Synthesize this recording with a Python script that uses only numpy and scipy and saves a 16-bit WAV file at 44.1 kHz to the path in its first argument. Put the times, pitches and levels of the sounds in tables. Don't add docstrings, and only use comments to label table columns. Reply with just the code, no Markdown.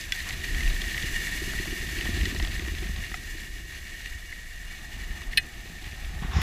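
import sys
import numpy as np
from scipy import signal
from scipy.fft import rfft, irfft
from scipy.io import wavfile
from scipy.ndimage import uniform_filter1d

SR = 44100
rng = np.random.default_rng(int(sys.argv[2]) if len(sys.argv) > 2 else 0)


def volts(x):
    e = np.asarray(x, float) / 20
    return 10 ** e


def wav_record(signal):
    frames = np.transpose(np.atleast_2d(signal))
    bounded = np.clip(frames, -1, 1)
    quanta = np.round(bounded * 32767).astype(np.int16)
    wavfile.write(sys.argv[1], SR, quanta)


N = 283108

# t/s, level over the usual strength/dB
AIRFLOW = [(0, -2), (.45, 4.5), (.62, 13.5), (.9, 4), (1.3, 3.5), (1.55, 6.5), (1.8, 4.5), (2.0, 10.5),
           (2.25, 10), (2.6, 9), (2.9, 5), (3.3, -11), (3.7, -11), (4.3, -9), (5.15, 2.5), (5.7, -5),
           (6.1, 7), (6.42, 13)]
# t/s, load over the usual/dB
LOAD = [(0, -2.5), (.27, -5), (.37, 3.5), (.64, 6.5), (.9, 3.5), (1.2, 4), (1.55, 5.5), (1.95, 4),
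        (2.27, 10.5), (2.45, 5.5), (2.9, 0.5), (3.2, -1), (4.0, -4.5), (4.5, -12), (4.9, -4), (5.3, -1),
        (6.0, -5), (6.35, 4)]
# f/Hz, level per Hz/dB
ROAR_COLOUR = [(240, 0), (400, -11), (493, -3), (535, -8), (655, 0), (740, 2.5), (826, -11.5), (1270, -1),
               (1380, -6), (1600, -1), (2080, -2), (3520, -120)]
# f/Hz, level per Hz/dB
FITTING_CRACK = [(900, -25), (1500, -40), (3500, 6), (5500, -5), (7300, 4), (8800, -7), (11000, 3),
                 (15300, -11)]


def glide():
    # t/s, edge pressure/dB, looseness of the snow/dB
    edges = [(0.0, -39, 3.5), (0.11, -41, -2), (0.16, -37.5, 0.5), (0.39, -40, 1), (0.55, -36.5, -1),
             (0.8, -37, -0.5), (1.2, -33, -3.5), (1.77, -36, -2), (2.3, -40, 2.5), (2.95, -42, 0),
             (3.3, -40, -3), (3.6, -43, -2), (4.5, -44, -4), (4.9, -45, -1), (5.3, -45.5, -3.5),
             (5.42, -46, -2), (5.9, -47, 3), (6.3, -46.5, 0.5)]
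    # t/s, half length/s, extra pressure/dB
    patches = [(0.004, 0.028, -2.5), (.2, 0.019, 2), (.29, 0.021, 0), (.445, 0.0089, 5), (1.26, 0.041, 2),
               (2.02, 0.12, 3), (2.22, 0.062, 3), (3.14, 0.036, -1), (3.4, 0.021, 3), (3.75, 0.071, 2),
               (4.04, 0.12, 3.5), (4.33, .022, 2.5), (4.75, 0.086, 2.5), (5.0, 0.064, 3.5),
               (5.17, 0.074, 4), (5.33, 0.018, 5.5), (5.66, 0.013, 2), (6.04, 0.035, 1), (.6, .04, 1),
               (.69, 0.027, 3.5), (.77, .03, 1), (.9, 0.04, 2.5), (1.07, 0.048, 1), (1.45, 0.054, 1),
               (1.62, 0.032, 1), (2.29, 0.03, 3), (2.53, 0.023, 3), (2.65, .025, 0), (2.84, 0.028, 2),
               (3.06, 0.039, 3), (3.2, .02, -2), (3.33, .03, -1), (3.49, 0.025, -3.5), (3.64, 0.038, -3.5),
               (3.88, 0.024, 1.5), (4.24, 0.035, -1), (4.87, .04, -1.5), (5.25, .025, 0.5), (5.87, .04, 2)]
    # f/Hz, level per Hz/dB
    wall = [(300, -28), (1100, -28), (1480, -27), (1650, -16), (2450, -11.5), (3100, -15.5), (4600, -14.5),
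            (5100, -18), (7800, -21.5), (8500, -27.5), (13500, -27), (15500, -32.5)]
    # f/Hz, width/Hz, level/dB
    case = [(1854, 205, -0.5), (2246, 102, -7), (2850, 153, -8.5), (3496, 280, -15.5), (4250, 210, -16.5),
            (6150, 89, -15.5), (7380, 210, -23), (9900, 1400, -28.5)]
    steady_db, loose_db = along(edges)
    patch_db, = swells(patches)
    pressure_db = steady_db + patch_db
    spray_db = steady_db - 8.5 + 0.48 * loose_db + 0.51 * patch_db

    grain_db = 1.83 * np.minimum(rng.exponential(1, N), 5)
    struck = rng.random(N) < 700 / SR
    grains = volts(grain_db) * struck * rng.choice([-1, 1], N)
    puff = rng.standard_normal(200) * np.exp(-np.arange(200) / 40)
    crackle = evened(signal.oaconvolve(grains, puff)[:N])

    ridges = wobble(18)
    noise = rng.standard_normal((3, N))
    ringing = volts(1.8 * ridges + 0.59 * wobble(150)) * noise[0] + 0.25 * crackle
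    grit = volts(0.11 * ridges + 1.86 * wobble(63)) * noise[1] + 0.34 * crackle
    spray = volts(0.79 * ridges + 0.82 * wobble(70)) * noise[2] + 0.33 * crackle

    resonances_only = colour([*wall[:2], (20000, -58.0)], case)
    bodies = [resonances_only, colour(wall), colour(wall, case)]
    ringing, grit, spray = signal.oaconvolve([ringing, grit, spray], bodies, axes=1)[:, :N]
    split = signal.butter(4, 4750, fs=SR, output="sos")
    low = signal.sosfiltfilt(split, ringing + volts(loose_db) * grit)
    high = spray - signal.sosfiltfilt(split, spray)
    return volts(pressure_db - 0.3) * evened(low) + volts(spray_db + 1.55) * evened(high)


def chips():
    # t/s, snap level/dB, centre f/Hz, ring over snap/dB
    flying = [(0.15, -32, 3960, -8), (0.2029, -29.5, 4120, 0), (0.289, -32, 7240, 3),
              (0.3062, -30.5, 3280, 4), (0.3271, -32, 4000, 2), (0.547, -29, 2900, -1),
              (0.6065, -27, 3440, 5), (0.677, -29, 2720, 0), (0.7444, -32, 4000, -28),
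              (0.817, -27.5, 3790, -8), (0.84, -40, 2600, 9), (0.945, -31, 3630, 8), (0.9782, -26, 2820, 0),
              (1.032, -30, 4050, 5.5), (1.2688, -32, 4280, 8), (1.5876, -37, 2800, 14),
              (2.0107, -24.5, 2920, -3), (2.2117, -26, 3050, 0), (2.255, -25, 3380, 1),
              (2.362, -31, 3000, 1.5), (2.563, -34, 2680, 6), (2.8406, -37.5, 3500, 8.5),
              (3.038, -31, 3400, 2), (3.7495, -40, 3180, 5), (4.059, -32, 3070, -2),
              (4.326, -43.5, 2840, 15), (5.3324, -36.5, 2650, 11), (5.842, -38, 3200, -17),
              (5.9228, -34.5, 2780, -10), (6.0462, -36, 3560, -3)]
    # t/s, snap level/dB, centre f/Hz, knock over snap/dB
    cracked = [(0.011, -32, 6430, -30), (0.295, -31, 4470, -8), (0.442, -45, 3530, 2),
               (1.535, -33, 1700, -6), (1.655, -44, 2800, 9), (2.055, -31, 3270, -3),
               (2.176, -37, 3680, -3), (2.348, -34, 5640, -4), (2.388, -36, 7500, -21),
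               (2.3986, -25, 3330, -6), (2.4262, -27, 4500, -19), (2.4487, -27, 3860, -11),
               (2.4733, -31.5, 3900, -12), (2.5951, -27, 2970, -22), (2.6486, -39, 2470, -7),
               (2.6825, -30.5, 2670, -9), (2.75, -30, 3300, -22), (2.785, -32, 3400, -20),
               (2.9619, -31, 3670, -12), (5.218, -38, 3870, -2), (5.6576, -46, 3040, 4),
               (.4152, -36, 3300, -25), (.6337, -30, 3100, -27), (1.0249, -30, 4200, -27),
               (2.141, -33, 4000, -25), (2.3, -35, 3700, -25), (2.518, -33, 3600, -22),
               (2.543, -39, 4000, -25), (2.848, -41, 3000, -25)]
    usual_ring_db, usual_knock_db = -4, -43
    rows = [(*chip, usual_knock_db) for chip in flying]
    rows += [(*chip[:3], usual_ring_db, chip[3]) for chip in cracked]
    out, t = np.zeros(N), np.arange(900) / SR
    for s, snap_db, hz, ring_db, knock_db in rows:
        noise = rng.standard_normal(900)
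        hard_break = 6 * (t == t[8])
        crack = (noise + hard_break) * np.minimum(t / 0.00051, 1) * np.exp(-t / 0.0021)
        pitch = hz * (0.79 + 0.15 * np.minimum(t / 0.0084, 1))
        snap = through_wall(resonate(resonate(crack, pitch, 0.5 * hz), pitch, 0.5 * hz))
        ring = through_wall(resonate(resonate(crack, 1887, 140), 2090, 280))
        knock = resonate(resonate(noise * np.exp(-t / 0.0051), 770, 610), 710, 860)
        chip = volts(4) * peaked(snap) + volts(ring_db) * peaked(ring) + volts(knock_db) * peaked(knock)
        add(out, s - 0.0004, volts(snap_db) * chip)
    return out


def boards():
    # t/s, peak level/dB, pitch f/Hz
    slaps = [(0.683, -46, 188), (1.038, -20.5, 111), (1.208, -34, 121), (1.414, -40, 200),
             (1.473, -29, 200), (1.546, -32, 167), (1.595, -25, 170), (1.673, -26, 128), (1.726, -30, 250),
             (1.824, -27.5, 102), (2.039, -22.5, 126), (2.089, -20, 227), (2.323, -24, 246),
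             (2.17, -21, 130), (2.231, -29, 221), (2.856, -28, 197), (2.894, -23, 158), (2.986, -27, 136),
             (3.342, -31, 103), (4.95, -36, 135), (5.101, -34.5, 192), (5.427, -34, 118), (5.698, -31, 175),
             (5.867, -29, 130), (5.929, -31, 102), (6.131, -31, 140), (6.221, -20.5, 159),
             (6.247, -21.5, 151), (6.364, -15.5, 121), (6.383, -14.5, 145)]
    load_db, = along(LOAD)
    air_db, = along(AIRFLOW)
    flutter_db = -50 + 0.58 * load_db + 0.28 * air_db
    thrum_db = -54 + load_db
    bumps = wobble(29)
    flutter = band(92.5, 159.7) + 0.75 * band(147.4, 234.0)
    flutter = evened(flutter * volts(1.7 * bumps))
    shake = band(188, 368)
    thrum = shake + 0.9 * resonate(shake, 395, 125)
    thrum = evened(thrum * volts(1.0 * bumps + 0.81 * wobble(45)))
    out = volts(flutter_db) * flutter + volts(thrum_db) * thrum

    t = np.arange(2000) / SR
    shape = t / 0.004 * np.exp(-t / 0.0029)
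    noise = rng.standard_normal((len(slaps), 2000))
    rattles = signal.oaconvolve(noise, colour(ROAR_COLOUR)[None], axes=1)[:, :2000]
    for (s, db, hz), rattle in zip(slaps, rattles):
        tone = np.sin(2 * np.pi * hz * t) + 0.18 * np.sin(2 * np.pi * 355 * t)
        thump = peaked(shape * tone)
        add(out, s, volts(db - 5.5) * (thump + volts(-15) * peaked(shape * rattle)))
    return out


def thuds():
    # t/s, peak level/dB
    ridges = [(0.473, -37), (0.509, -33.5), (0.617, -42), (0.667, -47), (0.819, -38), (0.869, -36),
              (0.916, -43), (1.042, -32), (1.109, -41), (1.183, -36), (1.352, -41), (1.417, -29),
              (1.476, -37), (1.546, -38), (1.598, -30.5), (1.674, -29.5), (1.727, -30), (1.78, -34.5),
              (1.828, -35), (1.886, -45), (1.929, -35), (1.978, -35), (2.014, -36), (2.062, -35),
              (2.093, -31), (2.138, -34), (2.173, -34), (2.233, -35), (2.271, -29), (2.328, -34.5),
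              (2.354, -39), (2.426, -28.5), (2.592, -33), (2.621, -32), (2.677, -33), (2.735, -35.5),
              (2.823, -32), (3.113, -42), (3.202, -46), (3.349, -37.5)]
    note_hz, swell_s = 345.8, 0.004
    out, t = np.zeros(N), np.arange(2500) / SR
    for (s, db), off in zip(ridges, rng.uniform(-1.32, 1, len(ridges))):
        hz = note_hz * (1 + 0.072 * off)
        ring = t / swell_s * np.exp(-t / swell_s) * np.sin(2 * np.pi * hz * t)
        add(out, s, volts(db - 2) * peaked(ring))
    return out


def pole_clacks():
    # t/s, peak level/dB, brightness per octave/dB, crack level/dB
    contacts = [
        (5.3729, -12, 10, -7),
        (5.3736, -5.5, 2, -12),
        (5.3761, -13, 6.5, -6),
        (5.3791, -6.5, -4.5, -10),
        (5.3818, -13, 5, -8),
        (5.3856, -19.5, .5, -17),
        (5.392, -34.5, 6, -8),
        (5.3961, -28, -10, -18),
        (5.4335, -39, -10, -14),
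    ]
    # f/Hz, level/dB, t60/s
    tubes = [(1600, -18, .06), (1792, -3.5, .048), (1989, -10, .061), (2045, 1.5, .009), (2527, -.5, .048),
             (2865, -4.5, .06), (3088, -6, .021), (3540, -.5, .048), (3900, -4, .018), (4190, -1, .028),
             (4990, -5, .011), (8400, -38, .13), (8630, -29, .065), (8840, -29, .07)]
    # f/Hz, level per Hz/dB
    crack = [(1400, -30), (1700, -10), (4300, -9), (5300, -11), (6400, -19), (7800, -32), (8400, -14),
             (9600, -6), (10600, -2), (11300, -14), (13000, -10), (15300, -16)]
    return strike(contacts, tubes, crack, crack_s=0.0026, floor_hz=1500)


def buckle_ticks():
    # t/s, peak level/dB, brightness per octave/dB, crack level/dB
    ticks = [
        (.121, -13.5, -10, -13),
        (.122, -10, 2.5, -13),
        (.1243, -23.5, 6, -9),
        (6.4163, -20, 0, -8),
    ]
    # f/Hz, level/dB, t60/s
    modes = [(1573, -11.0, 0.059), (1967, -8.1, 0.032), (2410, 1.9, 0.021), (2829, -7.7, 0.027),
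             (3430, -2.1, 0.038), (4415, -12.2, 0.018), (5433, 0.0, 0.007), (7014, -15.9, 0.015)]
    return strike(ticks, modes, FITTING_CRACK, crack_s=0.001, floor_hz=1500)


def binding_knocks():
    # t/s, peak level/dB, brightness per octave/dB, crack level/dB
    knocks = [
        (3.1152, -27.5, 1.5, -12),
        (3.1413, -21, 2, -22),
        (3.1428, -22, 4.5, -22),
    ]
    # f/Hz, level/dB, t60/s
    modes = [(740, -5, .028), (1300, -2, .017), (1990, 2.5, .018), (2500, -7, .035), (3170, -7, .011),
             (5220, -13, .013)]
    return strike(knocks, modes, FITTING_CRACK, crack_s=0.0012, floor_hz=550)


def glove():
    # start t/s, length/s, rubbing level/dB, fabric rasp over it/dB
    strokes = [
        (0.254, 0.027, -44, -18),
        (6.222, 0.012, -40, -27),
        (6.257, .06, -58, -22),
        (6.308, 0.047, -44, -18),
        (6.329, 0.069, -42, -7),
        (6.354, .07, -44, -7),
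    ]
    # f/Hz, level per Hz/dB
    rub_colour = [(180, -16), (300, -12), (609, -32), (748, -7.5), (839, -15), (1140, -8), (1250, -13.5),
                  (1930, -11), (2290, -15), (3420, -18), (3790, -20), (4600, -41), (5980, -33),
                  (10100, -120)]
    # f/Hz, width/Hz, level/dB
    singing = [(5230, 120, -3), (5550, 400, -6), (6850, 200, 0)]
    grab_s, let_go_s = 0.0053, 0.045
    t, rub, rasp = np.arange(N) / SR, np.zeros(N), np.zeros(N)
    for start, length, rub_db, rasp_db in strokes:
        grab = np.clip((t - start) / grab_s, 0, 1)
        stroke = grab * np.exp(-np.maximum(t - start - length, 0) / let_go_s)
        rub += volts(rub_db) * stroke
        rasp += volts(rub_db + rasp_db) * stroke
    drag = evened(signal.oaconvolve(rng.standard_normal(N), colour(rub_colour))[:N])
    fabric = band(3700, 6400)
    fabric = fabric + sum(volts(db + 11) * resonate(fabric, hz, width) for hz, width, db in singing)
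    return rub * drag + rasp * evened(fabric)


def wind():
    # t/s, half length/s, slow push/dB, swirl/dB
    gusts = [(.53, 0.035, 11.5, -6), (.61, 0.038, -9, 4), (.69, 0.086, 15.5, -7), (.79, .04, -1, -3),
             (1.11, 0.024, 0, 13), (1.15, 0.084, 9, -8), (1.5, 0.028, 11.5, -6), (1.75, 0.024, -2, -5),
             (1.9, 0.034, -43, 1.5), (2.2, 0.086, -11, 8), (2.34, .04, -8, -4), (2.4, 0.067, 3, 5.5),
             (2.47, 0.025, 8, -5), (3.55, 0.61, 6, 10.5), (3.74, 0.072, -13, 4), (3.92, 0.058, -2.5, -4),
             (4.04, 0.041, -9, 5), (4.11, 0.026, 5, -2), (4.15, 0.019, -3, 12), (1.33, 0.036, 5, -4),
             (4.99, 0.022, -14, 3), (5.11, 0.021, 7.5, 6.5), (5.2, 0.047, -34, 1), (5.29, 0.033, 9.5, -5),
             (5.87, 0.019, 0, 7), (5.92, 0.027, -12, 0), (6.0, 0.034, 5.5, -8), (6.38, 0.031, -3, 11.5)]
    air_db, = along(AIRFLOW)
    load_db, = along(LOAD)
    push_db, swirl_db = swells(gusts)
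    buffet_db = -41 + 0.42 * air_db + push_db
    eddy_db = -43 + air_db + swirl_db
    roar_db = -55.5 + 0.39 * air_db + 0.13 * load_db
    buffet = levelled(band(18.5, 43.2), 0.17, 0.049)
    eddies = levelled(band(36.2, 78.5), 0.3, 0.056)
    rush = rng.standard_normal(N) * volts(1.87 * wobble(10.0))
    roar = evened(signal.oaconvolve(rush, colour(ROAR_COLOUR))[:N])
    shield = np.clip((np.arange(N) / SR - 4.65) / 0.23, 0, 1)
    roar = roar + 4.0 * shield * resonate(roar, 836, 42)
    return volts(buffet_db) * buffet + volts(eddy_db) * eddies + volts(roar_db) * roar


def strike(hits, modes, crack_colour, crack_s, floor_hz):
    out, t, body = np.zeros(N), np.arange(5000) / SR, colour(crack_colour)[:600]
    contact = np.sin(np.pi / 2 * np.minimum(t / 0.0005, 1)) ** 2
    for s, db, tilt_db, crack_db in hits:
        ring = np.zeros(5000)
        for k, (hz, top_db, t60) in enumerate(modes):
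            mode_db = top_db + tilt_db * np.log2(min(hz, 5400) / 3000) - 60 * t / t60
            ring += (-1) ** k * volts(mode_db) * np.sin(2 * np.pi * hz * t)
        hiss = rng.standard_normal(5000) * np.exp(-t / crack_s)
        crack = signal.oaconvolve(hiss, body)[:5000]
        add(out, s, volts(db) * (peaked(ring * contact) + volts(crack_db) * peaked(crack)))
    return signal.sosfilt(signal.butter(9, floor_hz, "high", fs=SR, output="sos"), out)


def through_wall(x):
    return signal.sosfilt(signal.butter(4, 1450, "high", fs=SR, output="sos"), x)


def colour(points, peaks=()):
    hz = np.abs(np.fft.fftfreq(8192, 1 / SR))
    f, db = np.transpose(points)
    power = volts(np.interp(np.log(hz + 1), np.log(f), db, left=-100)) ** 2
    for centre, width, top_db in peaks:
        power = power + volts(top_db) ** 2 / (1 + (2 * (hz - centre) / width) ** 2) ** 2
    log_gain = 0.5 * np.log(power + 1e-10)
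    return np.fft.ifft(np.exp(np.conj(signal.hilbert(log_gain)))).real[:4096]


def resonate(x, hz, width):
    turn = np.exp(2j * np.pi * np.cumsum(hz * np.ones(len(x))) / SR)
    r = np.exp(-np.pi * width / SR)
    return 2 * (turn * signal.lfilter([1 - r], [1, -r], x / turn + 1e-18)).real


def wobble(rate_hz):
    z, hz = rfft(rng.standard_normal(N)), np.fft.rfftfreq(N, 1 / SR)
    return evened(irfft(z * (hz > 5) / (1 + (hz / rate_hz) ** 2), N))


def band(lo_hz, hi_hz):
    edges = signal.butter(3, [lo_hz, hi_hz], "band", fs=SR, output="sos")
    return evened(signal.sosfilt(edges, rng.standard_normal(N)))


def levelled(x, share, seconds):
    local = np.sqrt(abs(uniform_filter1d(x ** 2, int(seconds * SR))) + 0.02)
    return evened(x / local ** np.clip(share, 0, 1))


def along(rows):
    s, *columns = np.transpose(rows)
    return [np.interp(np.arange(N) / SR, s, c) for c in columns]


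def swells(rows):
    s, half, *columns = np.transpose(rows)
    bells = np.exp(-((np.arange(N)[:, None] / SR - s) / half) ** 2)
    return [bells @ c for c in columns]


def evened(x):
    return x / np.sqrt(np.mean(x ** 2) + 1e-20)


def peaked(x):
    return x / abs(x).max()


def add(mix, s, sound):
    part = mix[round(s * SR):][:len(sound)]
    part += sound[:len(part)]


def scene():
    mix = glide() + chips() + boards() + thuds()
    mix = mix + pole_clacks() + buckle_ticks() + binding_knocks()
    mix = mix + glove() + wind()
    return np.array([mix, mix])


def band_limit(x):
    return signal.sosfilt(signal.butter(12, 16630, fs=SR, output="sos"), x)


def record(dry):
    ceiling, edge_hz = 0.8, 15330
    held = ceiling * np.tanh(dry / ceiling)
    steep = signal.firwin(801, edge_hz, window=("kaiser", 9), fs=SR)
    limited = signal.oaconvolve(held, steep[None], "same")
    return band_limit(limited)


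dry = scene()
out = record(dry)
wav_record(out)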